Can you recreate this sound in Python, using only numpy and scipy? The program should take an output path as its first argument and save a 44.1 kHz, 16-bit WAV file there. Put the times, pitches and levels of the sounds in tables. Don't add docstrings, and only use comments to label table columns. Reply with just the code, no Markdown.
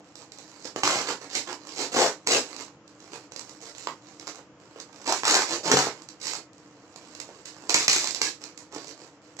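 import sys
import numpy as np
from scipy import signal
from scipy.fft import rfft, irfft
from scipy.io import wavfile
from scipy.ndimage import uniform_filter1d

SR = 44100
rng = np.random.default_rng(int(sys.argv[2]) if len(sys.argv) > 2 else 0)


def wav_record(signal):
    frames = np.transpose(np.atleast_2d(signal))
    bounded = np.clip(frames, -1, 1)
    quanta = np.round(bounded * 32767).astype(np.int16)
    wavfile.write(sys.argv[1], SR, quanta)


N = 414540
T = np.arange(N) / SR
TOP_HZ = 15800


def undb(db):
    return 10 ** (np.asarray(db) / 20)


def unit(x):
    return x / np.sqrt(np.mean(x ** 2))


def lookup(points, size):
    hz, value = np.transpose(points)
    return np.interp(np.log(np.fft.rfftfreq(size, 1 / SR) + 1), np.log(hz), value)


def colour(x, points):
    return irfft(rfft(x) * undb(lookup(points, N)), N)


def response(points, size=2048):
    cepstrum = irfft(np.log(undb(lookup(points, size))))
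    cepstrum[1:size // 2] *= 2
    cepstrum[size // 2 + 1:] = 0
    h = irfft(np.exp(rfft(cepstrum)))
    return h / np.linalg.norm(h)


def ring(x, h):
    return signal.oaconvolve(x, h)[:N]


def walk(rate):
    return 0.94 * np.interp(T * rate, np.arange(N // 8), rng.standard_normal(N // 8))


def add(track, s, sound):
    i = max(int(s * SR), 0)
    track[i:i + len(sound)] += sound[:max(N - i, 0)]


# (f/Hz, likeness 0-1)
PORT_LIKENESS = [(60, 0.87), (300, 0.96), (650, 0.95), (1400, 0.7), (2400, 0)]


def diffuse(size):
    mid, side = rfft(rng.standard_normal((2, size)))
    alike = np.clip(lookup(PORT_LIKENESS, size), -.99, .99)
    mid = mid * np.sqrt((1 + alike) / 2)
    side = side * np.sqrt((1 - alike) / 2)
    return irfft([mid + side, mid - side], size)


# (start t/s, rise t/s, hold t/s, hollow box level/dB, cardboard face level/dB, film level/dB)
TAPE_PULLS = [(0.828, 0.018, 0.17, -30.5, -24.5, -25), (1.051, 0.04, 0.0091, -32.5, -29.5, -31.5),
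              (1.335, 0.019, 0.016, -37.5, -38.5, -28.5), (1.46, 0.027, 0.023, -39, -35, -42),
              (1.751, 0.058, 0.025, -34.5, -35.5, -31), (1.918, 0.081, 0.056, -24, -25.5, -23),
              (2.266, 0.053, 0.05, -28, -27, -22), (5.056, 0.028, 0.029, -29.5, -35, -28.5),
              (5.131, 0.0093, 0.04, -41.5, -39, -34), (5.236, 0.052, 0.14, -30, -26.5, -23),
              (5.467, 0.053, 0.024, -31.5, -33.5, -30), (5.632, 0.039, 0.036, -28.5, -29.5, -29),
              (5.708, .03, 0.078, -28.5, -42, -23.5), (5.795, 0.0036, 0.067, -36, -29.5, -30.5),
              (6.199, 0.068, 0.0844, -47, -44, -34), (7.69, 0.0167, 0.042, -39, -49, -30.5),
              (7.745, 0.0054, 0.073, -38, -34, -23.5), (7.883, .016, 0.096, -51.5, -39, -22),
              (7.999, 0.019, 0.067, -42.5, -40.5, -32), (8.142, 0.0082, 0.042, -46.5, -48, -40.5),
              (8.214, 0.011, 0.043, -42, -45, -28.5)]
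SLACK_SHARE, SAG_DB_PER_S, RELEASE_DB_PER_S = .18, 55.5, 358


def pulling():
    gains = np.zeros((3, N))
    t = T[:SR // 2]
    for s, rise, hold, *levels in TAPE_PULLS:
        tension = np.interp(t, [0, rise], [SLACK_SHARE, 1])
        sag_db = SAG_DB_PER_S * np.clip(t - rise, 0, hold)
        release_db = RELEASE_DB_PER_S * np.maximum(t - rise - hold, 0)
        for gain, db in zip(gains, levels):
            add(gain, s, (tension * undb(db - sag_db - release_db)) ** 2)
    return np.sqrt(gains)


def slips(rate, scatter_db, clump_db, clump_rate):
    happens = rng.random(N) < rate / SR
    scatter = scatter_db * np.clip(rng.standard_normal(N), -2, 2)
    sizes = undb(scatter + clump_db * walk(clump_rate))
    train = happens * sizes * rng.choice([-1, 1], N)
    power = np.abs(uniform_filter1d(train ** 2, size=1323))
    return train / np.sqrt(power + 1e-3)


def crackle(train, ring_s, size=64):
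    at = np.flatnonzero(train)
    rings = rng.standard_normal((len(at), size)) * np.exp(-np.arange(size) / SR / ring_s)
    rings *= train[at, None] / np.linalg.norm(rings, axis=1, keepdims=True)
    samples = at[:, None] + np.arange(size)
    return np.bincount(samples.ravel(), rings.ravel(), N)[:N]


def resonate(train, rows, ring_s, drift):
    out = np.zeros(N)
    t = T[:SR // 4]
    for s, length, hz, db in rows:
        swell = np.sqrt(np.clip(np.sin(np.pi * np.minimum(t / length, 1)), 0, 1))
        push = train[int(s * SR):][:len(t)] * swell
        turn = np.exp(2j * np.pi * np.cumsum(hz * 2 ** (drift * (t - length / 2))) / SR)
        swing = signal.lfilter([1], [1, -np.exp(-1 / (ring_s * SR))], push / turn) * turn
        add(out, s, undb(db) * swing.real * 2 / np.sqrt(ring_s * SR))
    return out


# (t/s, length t/s, mid-length f/Hz, drive level/dB)
STRIP_NOTES = [(0.88, 0.091, 2070, -38), (1.344, 0.023, 2160, -36), (2, 0.13, 1420, -50),
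               (2.304, 0.052, 2672, -31.5), (5.256, .15, 1466, -38.5), (5.714, .014, 1390, -24),
               (5.715, 0.0098, 2130, -27), (5.758, 0.094, 1290, -40), (7.732, 0.07, 2170, -41),
               (8.216, 0.059, 1654, -45)]
# (t/s, length t/s, mid-length f/Hz, drive level/dB)
PANEL_NOTES = [(0.884, 0.082, 680, -36.5), (1.94, 0.12, 364, -47), (1.97, 0.073, 420, -33.5),
               (1.996, 0.052, 782, -37), (2.036, 0.057, 625, -34.5), (2.268, 0.047, 440, -36),
               (2.307, 0.087, 540, -39), (5.072, 0.045, 920, -34), (5.252, 0.15, 850, -41),
               (5.642, 0.043, 430, -47)]
STRIP_RING_S, PANEL_RING_S = .005, .0045
STRIP_DRIFT_OCTAVES_PER_S, PANEL_DRIFT_OCTAVES_PER_S = 0.47, -0.29


def ripping(box_db=-0.5, face_db=-3, film_db=0.0):
    box, face, film = pulling()
    pull = film / film.max()
    train = slips(1000 + 800 * pull, scatter_db=4.5, clump_db=2 + 2.2 * pull, clump_rate=200)
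    strip_song = resonate(train, STRIP_NOTES, ring_s=STRIP_RING_S, drift=STRIP_DRIFT_OCTAVES_PER_S)
    panel_song = resonate(train, PANEL_NOTES, ring_s=PANEL_RING_S, drift=PANEL_DRIFT_OCTAVES_PER_S)
    box_drive = undb(box_db) * box * train
    face_drive = undb(face_db) * face * train
    film_drive = undb(film_db) * film * crackle(train, ring_s=0.00095)
    return np.array([box_drive, face_drive, film_drive]), strip_song + panel_song


# (t/s,
# film level/dB, hollow box level/dB, cardboard face level/dB)
SNAPS_AND_HARD_KNOCKS = [(.155, -27.5, -49.5, -51), (.32, -28.5, -64, -68), (0.386, -30, -49, -60),
                         (0.653, -27, -36, -40), (0.7615, -24, -24.5, -28), (0.8344, -13, -20.5, -16),
                         (0.837, -15, -31, -23), (.876, -7.5, -37, -19.5), (.957, -21, -27.5, -29),
                         (0.989, -25, -34, -26), (1.0733, -27, -42, -45), (1.3166, -36, -55, -56),
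                         (1.3327, -26, -55, -53), (1.3527, -10.5, -39, -48), (1.529, -21.5, -41, -38),
                         (1.6714, -28.5, -49, -47), (1.7929, -28, -33, -38), (1.946, -33, -25.5, -41),
                         (1.969, -17, -26, -22), (2.018, -13, -25, -27), (2.2719, -6, -21.5, -26),
                         (2.319, -6, -31, -29), (2.5645, -24, -46, -47), (2.681, -40, -56, -48),
                         (2.878, -37, -67, -64), (3.002, -37.5, -63, -62), (3.3204, -28, -40.5, -49),
                         (3.362, -21, -42, -44), (3.394, -22.5, -43, -42.5), (3.412, -29, -51, -54),
                         (3.494, -27.5, -47, -49), (3.631, -34, -50, -57), (3.782, -27, -50, -52),
                         (3.8354, -33, -53, -58), (3.872, -22.5, -25, -24.5), (4.1973, -28, -54, -56),
                         (4.277, -22.5, -38, -36), (4.297, -29.5, -45, -51), (4.357, -33, -55, -48),
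                         (4.601, -47, -55, -54), (4.8005, -23, -47, -62), (4.9274, -40, -65, -60),
                         (4.96, -34, -61, -54), (5.016, -33, -62, -56), (5.0441, -33, -59, -52),
                         (5.0619, -38, -40, -33), (5.1236, -6, -30, -20), (5.2345, -33, -22.5, -21.5),
                         (5.253, -8.5, -28, -20.5), (5.279, -3.5, -22, -22), (5.309, -4.5, -33, -25),
                         (5.343, -5.5, -38, -20.5), (5.3512, -3.5, -23, -27), (5.358, -9, -37, -29.5),
                         (5.3668, -13, -42, -21.5), (5.392, -14, -25, -23.5), (5.42, -12, -41, -25.5),
                         (5.7158, -1.5, -13.5, -13.5), (5.7235, -8, -22, -19.5), (5.7709, -5, -17, -16.5),
                         (5.7898, -8, -32, -19.5), (5.8697, -34, -23.5, -33), (6.02, -30, -65, -52),
                         (6.088, -26.5, -56, -53), (6.2687, -16, -47, -38.5), (6.291, -27, -43, -47),
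                         (6.335, -18, -41, -33), (6.353, -22, -46, -39), (6.532, -41, -63, -62),
                         (6.581, -41, -60, -60), (6.9602, -27.5, -41, -47), (7.15, -26.5, -57, -65),
                         (7.201, -19, -48, -44), (7.4561, -24, -55, -52), (7.6945, -7, -27, -28.5),
                         (7.7034, -8.5, -42, -32), (7.743, 0.5, -38, -39), (7.747, -8, -24, -22),
                         (7.8808, 0, -25, -23), (7.896, -12, -37, -39), (7.93, -3.5, -31.5, -31),
                         (7.9633, -4.5, -27, -24.5), (8.043, -11, -45, -34), (8.073, -11.5, -46, -45),
                         (8.108, -15, -40, -51.5), (8.147, -12.5, -42, -54), (8.2158, -4, -27.5, -26.5),
                         (8.269, -15, -42, -37), (8.416, -36, -56, -56), (8.439, -21.5, -54, -56),
                         (8.576, -24, -56, -58), (8.748, -24, -46, -50), (8.7627, -35, -32.5, -41),
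                         (8.8449, -27.5, -44, -54), (8.881, -31, -49.5, -55), (9.076, -42.5, -53, -53),
                         (9.3674, -36, -51, -50)]
SNAP_S, SNAP_GROWTH_S = 0.0028, 0.0012
SNAP_HZ, SNAP_SPREAD_OCTAVES = 5770, 0.33
PLUCK_HZ, PLUCK_WIDTH_HZ, PLUCK_DB = 2250, 480, 7.5


def snaps(box_db=23, face_db=23, film_db=0.0, ring_db=3, ring_width_hz=1400, flutter=0.056,
          crack_db=6.0, evenness=0.52):
    box, face, film = np.zeros((3, N))
    t = T[:512] - T[32]
    bins = np.fft.rfftfreq(len(t), 1 / SR)
    for s, peak_db, hollow_db, card_db in SNAPS_AND_HARD_KNOCKS:
        burst = (t >= 0) * np.exp(-(t / (SNAP_S + SNAP_GROWTH_S * undb(peak_db))) ** 2)
        hz = SNAP_HZ * 2 ** (SNAP_SPREAD_OCTAVES * rng.standard_normal())
        chatter = rng.choice([-1, 1], (2, len(t))) * burst
        kick = (t == 0) + flutter * chatter[0]
        kick = kick / np.linalg.norm(kick)
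        facet = ring_db * np.exp(-((bins - hz) / ring_width_hz) ** 2)
        pluck = PLUCK_DB * undb(peak_db) * np.exp(-((bins - PLUCK_HZ) / PLUCK_WIDTH_HZ) ** 2)
        tilt = crack_db * bins / TOP_HZ
        crack = rfft(chatter[1])
        flick = irfft(crack / np.abs(crack) ** evenness * undb(facet + pluck + tilt))
        flick = flick * np.linalg.norm(burst) / np.linalg.norm(flick) / 2
        start = s + t[0]
        add(box, start, undb(hollow_db + box_db) * kick)
        add(face, start, undb(card_db + face_db) * kick)
        add(film, start, undb(peak_db + film_db) * flick)
    return np.array([box, face, film])


# (start t/s, length t/s, box and face level/dB, film level/dB)
FINGER_TOUCHES = [(0.163, 0.069, -51, -52.5), (0.315, 0.38, -56, -55.5), (0.633, 0.028, -35.5, -36),
                  (0.753, 0.052, -35, -40), (1.196, 0.067, -40, -46.5), (1.29, 0.06, -42, -40),
                  (1.585, 0.12, -49.5, -58), (1.66, 0.17, -48, -45), (2.424, 0.15, -43.5, -48.5),
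                  (2.58, 0.042, -36.5, -38.5), (2.987, 0.27, -55, -60.5), (3.111, 0.047, -38, -42.5),
                  (3.3, 0.29, -57.5, -56.5), (3.598, 0.11, -46, -45.5), (3.733, 0.12, -49, -47),
                  (3.87, 0.032, -35, -48), (4.017, 0.14, -56, -60.5), (4.167, 0.098, -49.5, -54),
                  (4.256, 0.03, -36, -37.5), (4.325, 0.062, -47.5, -53.5), (4.588, 0.22, -56, -69),
                  (4.725, 0.13, -48.5, -60), (4.89, 0.25, -51, -60), (5.902, 0.11, -49, -61),
                  (6.092, 0.031, -48, -57), (6.553, 0.36, -65, -79), (6.92, 0.36, -53, -59),
                  (7.166, 0.25, -56, -62), (7.444, 0.058, -45, -43), (7.526, 0.21, -48.5, -55.5),
                  (8.39, 0.095, -47.5, -50), (8.58, 0.033, -48, -49), (8.704, 0.12, -44, -47.5),
                  (8.861, 0.054, -46, -44), (8.96, 0.11, -50.5, -56), (9.204, 0.16, -62, -69),
                  (9.385, .05, -27, -29.5)]
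# (middle t/s, length t/s)
FINGER_RESTS = [(2.797, 0.15), (3.277, 0.065), (4.52, 0.18), (6.479, 0.096), (9.188, 0.064)]
TOUCH_ATTACK_S, TOUCH_RISE_SHARE, TOUCH_RELEASE_S = 0.016, 0.11, 0.012
FIDGET_BOX_DB, FIDGET_FILM_DB, FIDGET_SPREAD_DB = -61.5, -67, 3


def touching():
    busy = np.prod([1 - np.exp(-((T - s) / (length / 2)) ** 2) for s, length in FINGER_RESTS], axis=0)
    gains = undb([[FIDGET_BOX_DB], [FIDGET_FILM_DB]]) * undb(FIDGET_SPREAD_DB * walk(12)) * busy
    t = T[:SR // 2]
    for s, length, *levels in FINGER_TOUCHES:
        swell = np.minimum(t / (TOUCH_ATTACK_S + TOUCH_RISE_SHARE * length), 1)
        press = swell / (1 + np.exp(np.minimum((t - length) / TOUCH_RELEASE_S, 20)))
        for gain, db in zip(gains, levels):
            add(gain, s, undb(db) * press)
    return gains


def handling(box_db=-7.5, face_db=-9, film_db=-1.5, rub_db=-7.0):
    box, film = touching()
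    crinkles = slips(170, scatter_db=4.0, clump_db=2, clump_rate=120)
    rub = undb(rub_db) * rng.standard_normal(N)
    touch = crinkles + rub
    rustle = crackle(crinkles, ring_s=0.0007) + rub
    return np.array([undb(box_db) * box * touch, undb(face_db) * box * touch, undb(film_db) * film * rustle])


# (t/s, level/dB)
FINGER_KNOCKS = [(.005, -47), (.226, -44.5), (1.214, -44), (3.666, -50), (4.391, -39.5), (4.76, -40),
                 (4.893, -46), (6.385, -40.5), (7.29, -39), (8.731, -39), (8.929, -45)]


def knocks(box_db=22, face_db=14, contact_s=0.004):
    out, t = np.zeros(N), T[:SR // 10]
    for s, db in FINGER_KNOCKS:
        contact = rng.standard_normal(len(t)) * np.exp(-t / contact_s)
        add(out, s, undb(db) * contact / np.linalg.norm(contact))
    return np.array([undb(box_db) * out, undb(face_db) * out, np.zeros(N)])


# (t/s, level/dB)
TABLE_JOLTS = [(0.835, -22), (.957, -27), (2.271, -34), (5.738, -7.5), (5.791, -23.5), (7.745, -24.5),
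               (7.883, -24), (8.217, -32)]
# (f/Hz, level/dB, time to fall 60 dB t/s)
TABLE_MODES = [(138.7, -20.5, 0.4), (191, -20.5, 0.18), (280, -7.5, 0.021), (420, -12, 0.026)]


def jolts(low_cut_hz=112):
    out, t = np.zeros(N), T[:SR // 2]
    thud = np.zeros(len(t))
    for hz, db, t60 in TABLE_MODES:
        thud += undb(db) * np.sin(2 * np.pi * hz * t) * undb(-60 * t / t60)
    for s, db in TABLE_JOLTS:
        add(out, s, undb(db) * thud)
    return signal.sosfilt(signal.butter(4, low_cut_hz, "high", fs=SR, output="sos"), out)


# (f/Hz, relative level/dB)
BOX_COLOUR = [(30, -83), (70, -42), (110, -19.5), (210, -16), (280, -2.5), (340, -3), (480, 0), (600, -1),
              (760, -2), (1000, -4.5), (1800, -31.5)]
FACE_COLOUR = [(40, -73), (200, -36.5), (550, 3.5), (800, 8), (1050, 9), (1400, 2), (1800, -1),
               (2250, -6.5), (3000, -5.5), (4200, -17.5), (9000, -18.5)]
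FILM_COLOUR = [(60, -28.5), (500, -32.5), (1500, -12), (2300, -5), (3300, -10.5), (4100, -1.5), (5500, -3),
               (7500, -4), (10000, -0.5), (15500, -19)]


def radiate(forces):
    parts = (BOX_COLOUR, FACE_COLOUR, FILM_COLOUR)
    return sum(ring(force, response(part)) for force, part in zip(forces, parts))


ROOM_T60_S, ROOM_DB = 0.18, 1.95
TABLE_SHARE, ROOM_BUILD_S = .42, .0115


def walls(x, size=12288, count=4096):
    t = T[:size]
    swell = TABLE_SHARE + (1 - TABLE_SHARE) * (1 - np.exp(-(t / ROOM_BUILD_S) ** 8))
    envelope = swell * undb(-60 * t / ROOM_T60_S)
    fade = signal.windows.cosine(count)
    out = np.zeros((2, N))
    for i in range(0, N, count // 2):
        tails = diffuse(size) * envelope * undb(ROOM_DB) / np.linalg.norm(envelope)
        piece = x[i:i + count] * fade[:N - i]
        for port, tail in zip(out, tails):
            add(port, i / SR, signal.fftconvolve(piece, tail))
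    return out


QUIET_SIDE_DB, LOUD_SIDE_DB, CENTRE_ABOVE_DB, CENTRE_SMOOTH_S = -14.5, 3, -26, 0.12


def place(lag_s=0.017):
    power = np.abs(uniform_filter1d(pulling()[2] ** 2, int(CENTRE_SMOOTH_S * SR)))
    power = np.interp(T - lag_s, T, power)
    loudness = power / (power + undb(CENTRE_ABOVE_DB) ** 2)
    return QUIET_SIDE_DB + (LOUD_SIDE_DB - QUIET_SIDE_DB) * loudness


# (f/Hz, left minus right level/dB)
PORT_BALANCE = [(100, 0), (250, 8), (600, 10.5), (1300, 5.5), (2400, 3.5)]
# (f/Hz, share)
SIDE_SHARE = [(700, 1.2), (1500, 1.29), (4400, 1.37), (7500, 1.7), (11000, 0.59)]


def shade(ports, depth=0.69):
    lean = lookup(PORT_BALANCE, N) / 2
    spectra = rfft(ports) * undb([lean, -lean])
    side_db = depth * place()
    movable = irfft(spectra * lookup(SIDE_SHARE, N), N)
    return irfft(spectra, N) + movable * (undb([side_db / 2, -side_db / 2]) - 1)


# (f/Hz, relative level/dB)
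AIR_COLOUR = [(18, -82), (30, -40.5), (129, -6.5), (253, -12), (310, 0.5), (364, -17), (460, -9),
              (774, -15), (1270, -16), (1480, -19.5), (3230, -26), (3590, -32), (7240, -29.5), (8470, -68),
              (15000, -94)]
# (f/Hz, level/dB)
HUM_LINES = [(200, -72.5), (289.2, -72), (300.3, -64), (311.4, -73.5), (333.2, -68.5), (489.5, -70.5)]


def background(air_db=-55.0, hum_db=1.0, waver_db=-2.1, wander=0.38):
    air = unit(colour(diffuse(N), AIR_COLOUR)) * undb(air_db + 0.19 * walk(1.35))
    hum = np.zeros(N)
    for hz, db in HUM_LINES:
        strength = np.sqrt(2) * undb(db + waver_db * walk(3.26))
        hum += strength * np.sin(2 * np.pi * hz * T + wander * walk(4.9))
    return air + undb(hum_db) * hum


# (f/Hz, level/dB)
PHONE_TREBLE = [(7800, 0), (8300, -22.5), (15000, -21)]
PORT_LAG_S = .00016


def scene(snap_room_db=-3.0):
    pulls, song = ripping()
    tearing = radiate(pulls + handling()) + song
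    snapping = radiate(snaps() + knocks())
    near = tearing + snapping
    direct = np.array([np.roll(near, int(PORT_LAG_S * SR)), near])
    ports = direct + walls(tearing + undb(snap_room_db) * snapping)
    return colour(shade(ports), PHONE_TREBLE) + jolts() + background()


def record(dry):
    limited = np.tanh(dry)
    return signal.sosfilt(signal.ellip(8, .2, 70, TOP_HZ, fs=SR, output="sos"), limited)


dry = scene()
out = record(dry)
wav_record(out)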